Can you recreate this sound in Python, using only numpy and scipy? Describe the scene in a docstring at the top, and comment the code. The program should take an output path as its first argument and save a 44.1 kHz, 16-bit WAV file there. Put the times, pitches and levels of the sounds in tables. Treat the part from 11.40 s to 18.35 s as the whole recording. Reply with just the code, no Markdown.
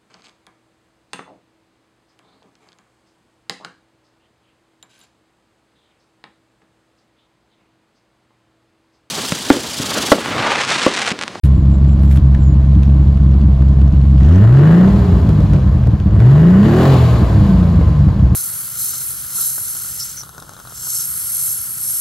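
"""A short crackle, then a lumpy idle: a straight-six sports car parked on gravel in a yard, with the
microphone behind its tailpipe. Firing pulses boom in the silencer, valves tick, thin steel rings and a
small bird calls faintly. Revved twice, the carburettors roar and the pipe blares; as the revs sink it
burbles, whines and pops with unburnt fuel. A wooden wall answers, and a limiter holds the peaks down."""
import sys
import numpy as np
from scipy import signal
from scipy.fft import rfft, irfft, next_fast_len
from scipy.io import wavfile
from scipy.ndimage import uniform_filter1d, minimum_filter1d, map_coordinates

SR = 44100
rng = np.random.default_rng(int(sys.argv[2]) if len(sys.argv) > 2 else 0)


def file_out(sig):
    """Save sig as 16-bit WAV at sys.argv[1]."""
    # one column per channel
    cols = np.atleast_2d(sig).T
    # limit, then scale
    lim = np.clip(cols, -1, 1)
    pcm = np.round(lim * 32767).astype(np.int16)
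    wavfile.write(sys.argv[1], SR, pcm)


N = 306495
TIME = np.arange(N) / SR
IDLE_HZ = 67.2  # firing rate at idle, six firings to an engine cycle

# blips of the throttle: opens t/s, shuts t/s, climb of the firing rate/(Hz per s)
BLIPS = [(2.835, 3.49, 205), (4.765, 5.472, 244)]
# cylinders in firing order: relative strength, lateness/firings
CYLINDERS = [(1.079, 0), (0.63, .08), (0.822, -0.019), (0.92, .11), (0.99, -.07), (1.1, .04)]
# gas noise in the exhaust: firing rate f/Hz, throttle open level/dB, throttle shut level/dB
GAS_FLOW = [(68, -26, -35), (114, -28, -35), (154, -25, -32), (182, -24.5, -29), (242, -21, -24),
            (270, -19.5, -19.5)]


def amp(db):
    """Decibels to gain."""
    return 10 ** (np.asarray(db) / 20)


def ramp(x):
    """Limit to the range 0-1."""
    return np.clip(x, 0, 1)


def unit(x):
    """Scale to rms 1."""
    return x / np.sqrt(np.mean(x ** 2) + 1e-20)


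def steady(x, span_s):
    """Hold the running rms near 1."""
    size = max(int(span_s * SR / 2), 8)
    return x / np.sqrt(np.abs(uniform_filter1d(uniform_filter1d(x ** 2, size), size)) + 1e-12)


def along(points, hz):
    """Read (f/Hz, value) points on a log frequency axis."""
    f, value = np.transpose(points)
    return np.interp(np.log(hz + 1), np.log(f + 1), value)


def mapped(table, rate, throttle):
    """Level in dB at this firing rate, between the shut and the open throttle."""
    hz, open_db, shut_db = np.transpose(table)
    return throttle * np.interp(rate, hz, open_db) + (1 - throttle) * np.interp(rate, hz, shut_db)


def wobble(rate):
    """A smooth random curve, rate knots a second."""
    return map_coordinates(rng.standard_normal(int(N * rate / SR) + 4), [TIME * rate])


def fade(kicks, decay_s):
    """Each kick dies away exponentially."""
    return signal.lfilter([1], [1, -np.exp(-1 / (decay_s * SR))], kicks)


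def filtered(x, response):
    """Filter x by a function of frequency."""
    size = next_fast_len(N + SR // 2)
    return irfft(rfft(x, size) * response(np.fft.rfftfreq(size, 1 / SR)), size)[..., :N]


def ring(x, colour, size=16384):
    """Send pulses through a minimum-phase body of this colour."""
    cepstrum = irfft(np.log(amp(along(colour, np.fft.rfftfreq(size, 1 / SR)))))
    cepstrum[1:size // 2] *= 2
    cepstrum[size // 2 + 1:] = 0
    return signal.fftconvolve(x, irfft(np.exp(rfft(cepstrum))))[:N]


def rush(colour, gate):
    """Gated, coloured stereo noise of rms 1, widest around 2 kHz."""
    # likeness of left and right at the microphone: f/Hz, correlation
    likeness = [(120, 0.63), (250, 0.77), (500, 1), (1000, 0.77), (2000, 0.51), (4000, 0.91), (8000, 0.94)]
    angle = lambda hz: np.arccos(np.clip(along(likeness, hz), -1, 1)) / 2
    response = lambda hz: amp(along(colour, hz)) * [np.cos(angle(hz)), np.sin(angle(hz))]
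    mid, side = filtered(rng.standard_normal((2, N)) * gate, response)
    return unit(np.array([mid + side, mid - side]))


def pulses(phase, places, sizes):
    """One impulse wherever the phase passes one of the places."""
    samples = np.interp(places, phase, np.arange(N)).astype(int)
    return np.bincount(samples, sizes, N) * (TIME > 0) * (TIME < TIME[-1])


def tone(phase, fitful):
    """A tone of rms about 1; its fitful share drifts in strength and phase."""
    drift = (wobble(13) + 1j * wobble(13)) / np.sqrt(2)
    envelope = np.sqrt(1 - ramp(fitful)) + np.sqrt(ramp(fitful)) * drift
    return np.sqrt(2) * np.real(envelope * np.exp(2j * np.pi * phase))


def glides(notes, flicker):
    """Thin, unsteady tones that swell and fade while bending through three pitches."""
    song = np.zeros(N)
    for start, length, *pitches, db in notes:
        progress = ramp((TIME - start) / length)
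        hz = np.polyval(np.polyfit([0, .5, 1], pitches, 2), progress)
        song += amp(db) * np.sin(np.pi * progress) * np.sin(2 * np.pi * np.cumsum(hz) / SR)
    return song * (1 + flicker * wobble(55))


def crackles(click_db=-1, knock_db=-2, grains_per_s=2200):
    """Sharp clicks and knocks of gravel and engine rattle; clusters of tiny grains crackle and crunch."""
    # gravel, and engine rattle as the throttle opens: t/s, level/dB, knock's extra level/dB
    hits = [(0.448, -36.5, -0.5), (0.634, -36, 3.5), (0.757, -35, 0), (0.7734, -27, -2.5),
            (0.9485, -31, 5.5), (1.433, -28, -7), (1.7726, -34, -0.5), (2.222, -35.5, 2.5),
            (2.416, -32, -5.5), (2.7804, -34, -3.5), (2.807, -35.5, 8), (2.8894, -27, -2.5),
            (4.1617, -32.5, -4.5), (4.437, -37.5, 5), (4.601, -33.5, -2), (4.8026, -23, -1.5)]
    # a short crackle at the very start, then faint gravel crunches: middle t/s, length/s, level/dB
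    bursts = [(0.018, 0.061, -34), (0.64, 0.058, -48.5), (.72, .025, -39.5), (0.764, 0.025, -42.5)]
    # colours of click, crunch and knock: f/Hz, level/dB
    click_colour = [(600, -20), (1500, 10), (3000, 10.5), (6500, -4.5), (12000, -15), (15500, -16.5)]
    crunch_colour = [(700, -5), (1600, 8), (4000, -1), (7000, -6.5), (12000, -1), (15500, -7.5)]
    knock_colour = [(400, -7.5), (950, 3.5), (1500, 6.5), (2100, -0.5), (3500, -27)]
    clicks, knocks = np.zeros((2, N))
    for t, db, body_db in hits:
        clicks[int(t * SR)] = amp(db + click_db)
        knocks[int(t * SR)] = amp(db + body_db + knock_db)
    grains = (rng.random(N) < grains_per_s / SR) * amp(3 * rng.standard_normal(N))
    swell = sum(amp(db) * np.exp(-2 * ((TIME - t) / length) ** 2) for t, length, db in bursts)
    click = fade(clicks, decay_s=.0017) * rush(click_colour, 1)
    crunch = steady(fade(grains, decay_s=.00065), 0.27) * swell * rush(crunch_colour, 1)
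    knock = fade(knocks, decay_s=.0046) * rush(knock_colour, 1)
    return click + crunch + knock


def pedal(open_s=0.16, shut_s=0.05):
    """Throttle opening 0-1: open, hold and shut for each blip."""
    return sum(ramp(.5 + (TIME - opens) / open_s) * ramp(.5 - (TIME - shuts) / shut_s)
               for opens, shuts, _ in BLIPS)


def crank(throttle, coast_s=1.8, sag_hz=7, boom_hz=205, hunt_hz=.6, flutter_hz=.9):
    """Firing rate in Hz: it climbs while the throttle is open, then friction runs it down."""
    rate = np.full(N, IDLE_HZ)
    for opens, shuts, climb in BLIPS:
        pulled = rate[int(opens * SR)] + climb * (np.minimum(TIME, shuts) - opens)
        rate = np.where(TIME > opens, pulled * np.exp(-np.maximum(TIME - shuts, 0) / coast_s), rate)
    rate -= sag_hz * throttle * np.exp(-((rate - boom_hz) / 24) ** 2)  # back-pressure at the boom
    return uniform_filter1d(rate, size=SR // 20) + hunt_hz * wobble(4) + flutter_hz * wobble(24)


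def off_idle(rate):
    """0 at idle, rising to 1 at 97 firings a second."""
    return ramp((rate - 72) / 25)


def unevenness(rate, throttle, starve_hz=237.8, pull_hz=175, surge_db=2):
    """How roughly the engine runs, blended from idling, coasting, starving and pulling."""
    # burble level/dB, single cylinders level/dB, bank imbalance level/dB
    idling, coasting, starving = (-15, -58, -52), (-15, -18.5, -17), (-20.5, -15, -8.5)
    pulling, pull_per_octave = (-22, -13.5, -19.5), (-7, 4.5, 13.5)
    fast = off_idle(rate)
    starved = ramp(.5 + (rate - starve_hz) / 6)  # coasting this fast, one bank of three drops out
    shut = np.outer(idling, 1 - fast) + np.outer(coasting, fast - starved) + np.outer(starving, starved)
    loaded = np.array(pulling)[:, None] + np.outer(pull_per_octave, np.log2(rate / pull_hz))
    burble_db, single_db, bank_db = throttle * loaded + (1 - throttle) * shut
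    moving = np.sin(np.pi * throttle)  # peaks at half travel
    return burble_db + surge_db * moving, single_db, bank_db


def exhaust_note(rate, phase, throttle, burble_db, single_db, bank_db, misfire_s=0.012, dull_db=4):
    """The firing rate booms in the silencer; unequal cylinders add tones between its multiples."""
    # silencer boom: firing rate f/Hz, throttle open level/dB, throttle shut level/dB
    boom_levels = [(70.4, -1, -8), (104, -4, -19.5), (125, -2.5, -16), (150, -5, -19), (195, -5, -12),
                   (199, -2.5, -22), (222.5, -15.5, -24), (275, -21, -25)]
    # silencer response: f/Hz, level/dB
    silencer = [(25, -22), (55, -15), (85, -2.5), (205, 0.5), (250, 1.5), (300, -0.5), (380, -6.5),
                (480, -37), (900, -25)]
    # missed charges at idle: t/s, depth 0-1
    misfires = [(0.182, 0.97), (0.213, 1), (.35, 0.8), (0.396, 0.64), (0.576, 0.7), (.65, 0), (0.809, .9),
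                (.885, 0), (0.988, 1), (1.115, 0.7), (1.22, 0.6), (1.446, 0.6), (1.56, 0.5), (1.625, 0.2),
                (1.744, 0.6), (1.791, 0.9), (1.86, 0.4), (1.92, 0.14), (1.995, 0.77), (2.154, 0.63),
                (2.187, 0.74), (2.35, 0.8), (2.515, 0.87)]
    # tones of unequal cylinders: multiple of the cycle rate, level/dB
    lope_orders = [(2, 1.5), (4, 2), (5, -5.5), (7, -6), (8, -8), (9, -7.5)]
    pipe = lambda multiple: amp(along(silencer, multiple * rate))
    idling = ramp((112 - rate) / 18)
    # at low revs some charges burn poorly
    weak = np.minimum(0.014 * rng.exponential(size=int(phase[-1]) + 2) ** 2.8, 1)
    strength = 1 - idling * map_coordinates(weak - weak.mean(), [phase])
    strength *= 1 + idling * 0.055 * wobble(IDLE_HZ)
    strength *= 1 - ramp(sum(depth * np.exp(-((TIME - t) / misfire_s) ** 2) for t, depth in misfires))
    # overtones skew each pressure wave, no two with the same edge
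    overtones = np.zeros(N)
    for k, db in [(2, -6), (3, -15)]:
        level = np.sqrt(2) * amp(db + 2 * wobble(40)) * pipe(k)
        skew = -0.56 + 0.25 * wobble(45)
        overtones += level * np.cos(2 * np.pi * k * phase + (k - 1) * skew)
    # with the throttle shut above idle, misfires make the tones come and go
    shut = 1 - ramp(2 * throttle)
    fitful = 0.92 * ramp((burble_db + 25) / 6) * (1 - idling) * shut
    wave = tone(phase, fitful / 2) + np.maximum(idling, .1) * overtones
    boom = amp(mapped(boom_levels, rate, throttle)) * strength * wave
    count, lope = len(CYLINDERS), np.zeros(N)
    for k, db in lope_orders:
        level = amp(db - dull_db * shut * np.log2(k / 2)) * pipe(k / count)  # duller without load
        lope += level * tone(k * phase / count + rng.random(), np.clip(fitful, .1, 1))
    return boom + amp(bank_db) * tone(phase / 2, fitful) + amp(single_db) * steady(lope, 0.69)


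def burble(rate, phase, burble_db, idle_db=-1, coast_db=4, flare_db=6.5):
    """Charges of random strength thump through the pipe; above idle a few flare far above the rest."""
    # colour of the pipe at idle and at higher revs: f/Hz, level/dB
    idle_colour = [(25, -19), (45, -28.5), (62, 0), (90, 9), (115, -2.5), (175, 3), (205, -9), (245, -12.5),
                   (305, -6), (370, -28.5), (600, -78)]
    coast_colour = [(25, -65), (42, -9.5), (58, 13), (80, 9.5), (115, 5), (150, 1), (200, 5.5),
                    (245, -15.5), (305, -5), (380, -40.5), (650, -78)]
    firing = np.arange(int(phase[-1]))
    late, size, flare = rng.standard_normal((len(firing), 3)).T
    thumps = pulses(phase, firing + 0.049 * late, size)
    flares = pulses(phase, firing + 0.091 * late, size * amp(flare_db * flare))
    idle = amp(idle_db) * steady(ring(thumps, idle_colour), 0.51)
    overrun = amp(coast_db) * steady(ring(flares, coast_colour), .22)
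    fast = off_idle(rate)
    return amp(burble_db) * ((1 - fast) * idle + fast * overrun)


def gas(rate, phase, throttle, snarl_hz=213, snarl_span_hz=55, snarl_lag_s=.02):
    """Each exhaust valve lets out a bark and a puff of turbulence; open carburettors add intake roar."""
    # colours of exhaust rasp, intake and high-rev snarl: f/Hz, level/dB
    rasp_colour = [(200, -25.5), (330, 6.5), (410, 1.5), (540, -2.5), (650, 0), (820, -7), (1060, -8),
                   (1350, -13), (1650, -18.5), (2300, -26), (3500, -45.5), (8000, -99)]
    intake_colour = [(200, -16), (290, 11.5), (370, 13), (520, 0.5), (900, -11), (1300, -6), (1900, -5.5),
                     (2250, -26), (2900, -15.5), (5000, -55.5)]
    snarl_colour = [(220, -21.5), (360, 6.5), (430, 9.5), (540, 0.5), (640, 5), (750, 5), (900, -2.5),
                    (1120, -1), (1500, -7.5), (2200, -18), (3300, -15), (4400, -19.5), (6500, -40)]
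    # two bright hisses: f/Hz, level/dB
    bright_hiss = [(1000, -43), (2000, 11), (3000, 10.5), (4400, 8.5), (5500, -3), (7500, 2.5), (9000, -20),
                   (11000, 2), (15500, -24)]
    high_hiss = [(3000, -21.5), (6500, 7), (9000, -14), (15500, 10)]
    # strength of the hiss: firing rate f/Hz, throttle open level/dB, throttle shut level/dB
    hiss_flow = [(68, -43.5, -53), (105, -46, -54.5), (194, -44.5, -45), (232, -39.5, -39.5),
                 (271, -31.5, -33)]
    # extra roar of each blip: t/s, level/dB
    effort = [(3.2, 1.4), (5.2, -0.5)]
    firing = np.arange(int(phase[-1]))
    strength, late = np.array(CYLINDERS)[firing % len(CYLINDERS)].T
    jitter, size = rng.standard_normal((len(firing), 2)).T
    barks = pulses(phase, firing + late + .035 * jitter, strength * amp(2.5 * size))
    barking = lambda colour: steady(ring(barks, colour), 0.23)
    puffs = np.exp(0.16 * np.cos(2 * np.pi * phase)) * np.interp(phase, firing, np.sqrt(strength))
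    rasp = amp(-1) * rush(rasp_colour, puffs) + amp(-10) * barking(rasp_colour)
    intake = amp(-0.5) * (1.26 * rush(intake_colour, puffs) + 0.5 * barking(intake_colour))
    # the barks harden into a snarl near the top of the revs
    top = ramp((np.interp(TIME - snarl_lag_s, TIME, rate) - snarl_hz) / snarl_span_hz)
    snarl = amp(-6) * (rush(snarl_colour, puffs ** 2) + barking(snarl_colour))
    roar = (0.98 + 0.095 * throttle) * (1 - top / 2) * rasp + top * snarl
    roar += throttle * (1 + 0.14 * top) * intake
    hiss = rush(bright_hiss, puffs) + amp(-7) * throttle * barking(bright_hiss)
    hiss += amp(-7) * (rate / rate.max() + .45 * throttle) * rush(high_hiss, puffs ** .5)
    roar_db = mapped(GAS_FLOW, rate, throttle) + throttle * np.interp(TIME, *np.transpose(effort))
    hiss_db = mapped(hiss_flow, rate, throttle)
    return amp(roar_db + 0.44 * wobble(12)) * roar + amp(hiss_db + 0.69 * wobble(13)) * hiss


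def afterblow(rate, throttle, thumps, blow_db=-3, idle_share=0.43):
    """With the throttle shut, every thump pushes a gust through the tailpipe, which rings hollow."""
    # colour of the tailpipe: f/Hz, level/dB
    hollow = [(200, -11), (310, 7.5), (400, -9), (480, 5.5), (560, -1.5), (660, 1), (900, -4), (1045, -4),
              (1130, -3.5), (1380, -11.5), (1620, -9), (2300, -25), (5000, -52)]
    push = np.abs(uniform_filter1d(steady(thumps, 1.0) ** 2, size=400)) ** 0.2
    share = (1 - throttle) * np.maximum(off_idle(rate), idle_share)
    return amp(mapped(GAS_FLOW, rate, throttle) + blow_db) * share * rush(hollow, push)


def valves(rate, phase, throttle, tick_db=-54, rattle_db=-38):
    """Tappets tick unevenly, twice a firing; a throttle opened at low revs rattles on every firing."""
    # bright tick: f/Hz, level/dB
    bright_tick = [(1000, -12.5), (1800, 4.5), (2800, 11), (6500, 1), (9000, -19.5), (15500, -12)]
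    # rattle, strongest near 3 kHz: f/Hz, level/dB
    rattle_colour = [(1000, -14.5), (2800, 6), (4200, -0.5), (6300, -0.5), (9000, -14), (15500, -21.5)]
    firing = np.arange(int(phase[-1]))
    hard, soft = amp(np.minimum(4.5 * rng.standard_normal((len(firing), 2)), 8)).T
    taps = pulses(phase, firing + .3, hard) + pulses(phase, firing + .72, soft / 2)
    spits = np.exp(1.6 * np.cos(2 * np.pi * phase)) * amp(4 * wobble(70))
    lugging = ramp(1.5 * throttle) * ramp((104 - rate) / 26)
    ticks = rush(bright_tick, fade(taps, decay_s=0.0012))
    return amp(tick_db) * ticks + amp(rattle_db) * lugging * rush(rattle_colour, spits)


def tinwork(rate, throttle, ring_db=-9, idle_share=0.55):
    """The gas flow shakes the exhaust's thin steel, which rings at its own pitches, least at idle."""
    # modes of the steel: f/Hz, width/Hz, level/dB
    modes = [(651, 26, 7.5), (1045, 78, 6), (1534, 35, -1.5), (1746, 12, -6), (2860, 21, -10.5),
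             (3976, 37, -10.5), (4580, 22, -10), (4990, 31, -16), (6105, 44, -23.5)]
    response = lambda f: sum(amp(db) * 1j * f * width / (hz * hz - f * f + 1j * f * width)
                             for hz, width, db in modes)
    ringing = unit(filtered(rng.standard_normal(N), response))
    shaken = np.maximum(ramp(rate / IDLE_HZ - 1), idle_share)
    return amp(mapped(GAS_FLOW, rate, throttle / 2) + ring_db) * shaken * ringing


def yard(x):
    """The wooden wall and the yard send a short, diffuse answer back to the microphone."""
    # reverberation of the yard: f/Hz, t60/s
    decay_times = [(200, 0.34), (2000, 0.49), (10000, 0.11)]
    hz, t, noise = signal.stft(rng.standard_normal((2, SR // 2)), SR, nperseg=256)
    tail = signal.istft(noise * amp(-60 * t / along(decay_times, hz)[:, None]), SR, nperseg=256)[1]
    return signal.fftconvolve(x, tail / np.linalg.norm(tail[0]), axes=1)[:, :N]


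def bird():
    """A small bird gives five high, drooping notes, faint behind the idle."""
    # notes: t/s, length/s, start f/Hz, middle f/Hz, end f/Hz, level/dB
    notes = [(0.13, 0.12, 7900, 7400, 6800, -60), (0.29, 0.1, 7550, 7400, 7040, -54),
             (0.465, 0.085, 7440, 7500, 7050, -54), (0.645, 0.13, 7400, 7400, 7100, -53),
             (0.99, .16, 7550, 7140, 6950, -50.5)]
    return glides(notes, flicker=.25)


def whines():
    """Soft whines and whistles come through as the revs run down; at 5.5 s a glide rides the blare."""
    # whines, and at 5.5 s a tone on the tenth multiple of the cycle rate: t/s, length/s, start f/Hz, middle
    # f/Hz, end f/Hz, level/dB
    notes = [(3.33, 0.66, 390, 403, 363, -25.5), (5.5, .18, 452, 430, 410, -24),
             (5.87, 0.13, 1010, 970, 970, -33), (6.39, 0.22, 1048, 1028, 1045, -37)]
    return glides(notes, flicker=.34)


def blare(rate, phase, throttle, open_hz=204.2, shut_hz=244.6, span_hz=30.4, stagger_hz=2.1, bank_db=3):
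    """At high revs the pipe blares on multiples of the cycle rate, most on those of one bank."""
    # colour of the blare: f/Hz, level/dB
    colour = [(250, -33), (310, -28.5), (365, -20.5), (420, -26), (475, -33.5), (540, -27), (620, -30.5),
              (735, -29), (850, -40), (1050, -35.5), (1300, -38.5), (1500, -40)]
    count, sound = len(CYLINDERS), np.zeros(N)
    for k in range(count + 1, 5 * count + 1):
        # under throttle each higher tone sets in at a higher firing rate
        onset_hz = throttle * (open_hz + stagger_hz * (k - count)) + (1 - throttle) * shut_hz
        db = along(colour, k * rate / count) + bank_db * (k % (count // 2) == 0)
        level = ramp((rate - onset_hz) / span_hz) * amp(db)
        sound += level * tone(k * phase / count + rng.random(), fitful=0.3)
    return sound


def sputters(gust_db=-5, thud_db=-2):
    """Unburnt fuel flares in the pipe: one pressure kick, then a short gust."""
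    # pops with the throttle shut: t/s, level/dB, decay/s
    pops = [(3.892, -16, 0.015), (4.005, -17, 0.025), (4.135, -14, 0.027), (4.166, -21.5, 0.024),
            (4.472, -16.5, .012), (6.222, -20.5, 0.028), (6.412, -13, 0.014), (6.686, -24.5, 0.016),
            (6.868, -22, 0.012)]
    # colour of a pop: f/Hz, level/dB
    colour = [(30, -8), (80, -2), (200, 7), (380, 6), (600, 3), (800, -13.5), (1060, -14.5), (1650, -19.5),
              (3500, -31.5), (8000, -61)]
    kicks, gusts = np.zeros((2, N))
    for t, db, decay in pops:
        kicks[int(t * SR)] = amp(db)
        gusts += amp(db) * (TIME >= t) * np.exp(-np.abs(TIME - t) / decay)
    thuds = ring(kicks, colour)
    thuds *= kicks.max() / np.abs(thuds).max()
    return amp(gust_db) * gusts * rush(colour, 1) + amp(thud_db) * thuds


def microphone(x):
    """At the stereo microphone the upper middle leans left, and the left side leads by one sample."""
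    # balance: f/Hz, left minus right level/dB
    lean = [(250, -3), (500, 0), (1000, 2.5), (2000, 3), (4000, 5.5), (8000, -0.5)]
    balance = lambda hz: amp(np.outer([.5, -.5], along(lean, hz)))
    lead = lambda hz: np.exp(1j * np.pi * np.outer([1, -1], hz) / SR)
    return filtered(x, lambda hz: balance(hz) * lead(hz))


def scene():
    """From behind the car: the deep exhaust in the centre, brighter sounds spread, the yard around."""
    throttle = pedal()
    rate = crank(throttle)
    phase = np.cumsum(rate) / SR  # counts firings
    burble_db, single_db, bank_db = unevenness(rate, throttle)
    thumps = burble(rate, phase, burble_db)
    deep = thumps + exhaust_note(rate, phase, throttle, burble_db, single_db, bank_db)
    deep += blare(rate, phase, throttle) + whines()
    bright = gas(rate, phase, throttle) + afterblow(rate, throttle, thumps) + sputters()
    bright += valves(rate, phase, throttle) + tinwork(rate, throttle) + crackles() + bird()
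    return deep + microphone(bright) + yard(amp(-28) * deep + amp(-12) * bright)


def record(dry, ceiling=0.94, hold_s=0.006, start_s=.034, top_hz=15830):
    """A fast limiter holds the peaks; the sound fades in at once and the highest treble is cut."""
    size = int(hold_s * SR)
    needed = np.minimum(1, ceiling / (np.abs(dry).max(axis=0) + 1e-9))
    gain = uniform_filter1d(minimum_filter1d(needed, size), size)
    fade_in = ramp((TIME - start_s) / .004)
    return filtered(dry * gain * fade_in, lambda hz: hz < top_hz)


dry = scene()
out = record(dry)
file_out(out)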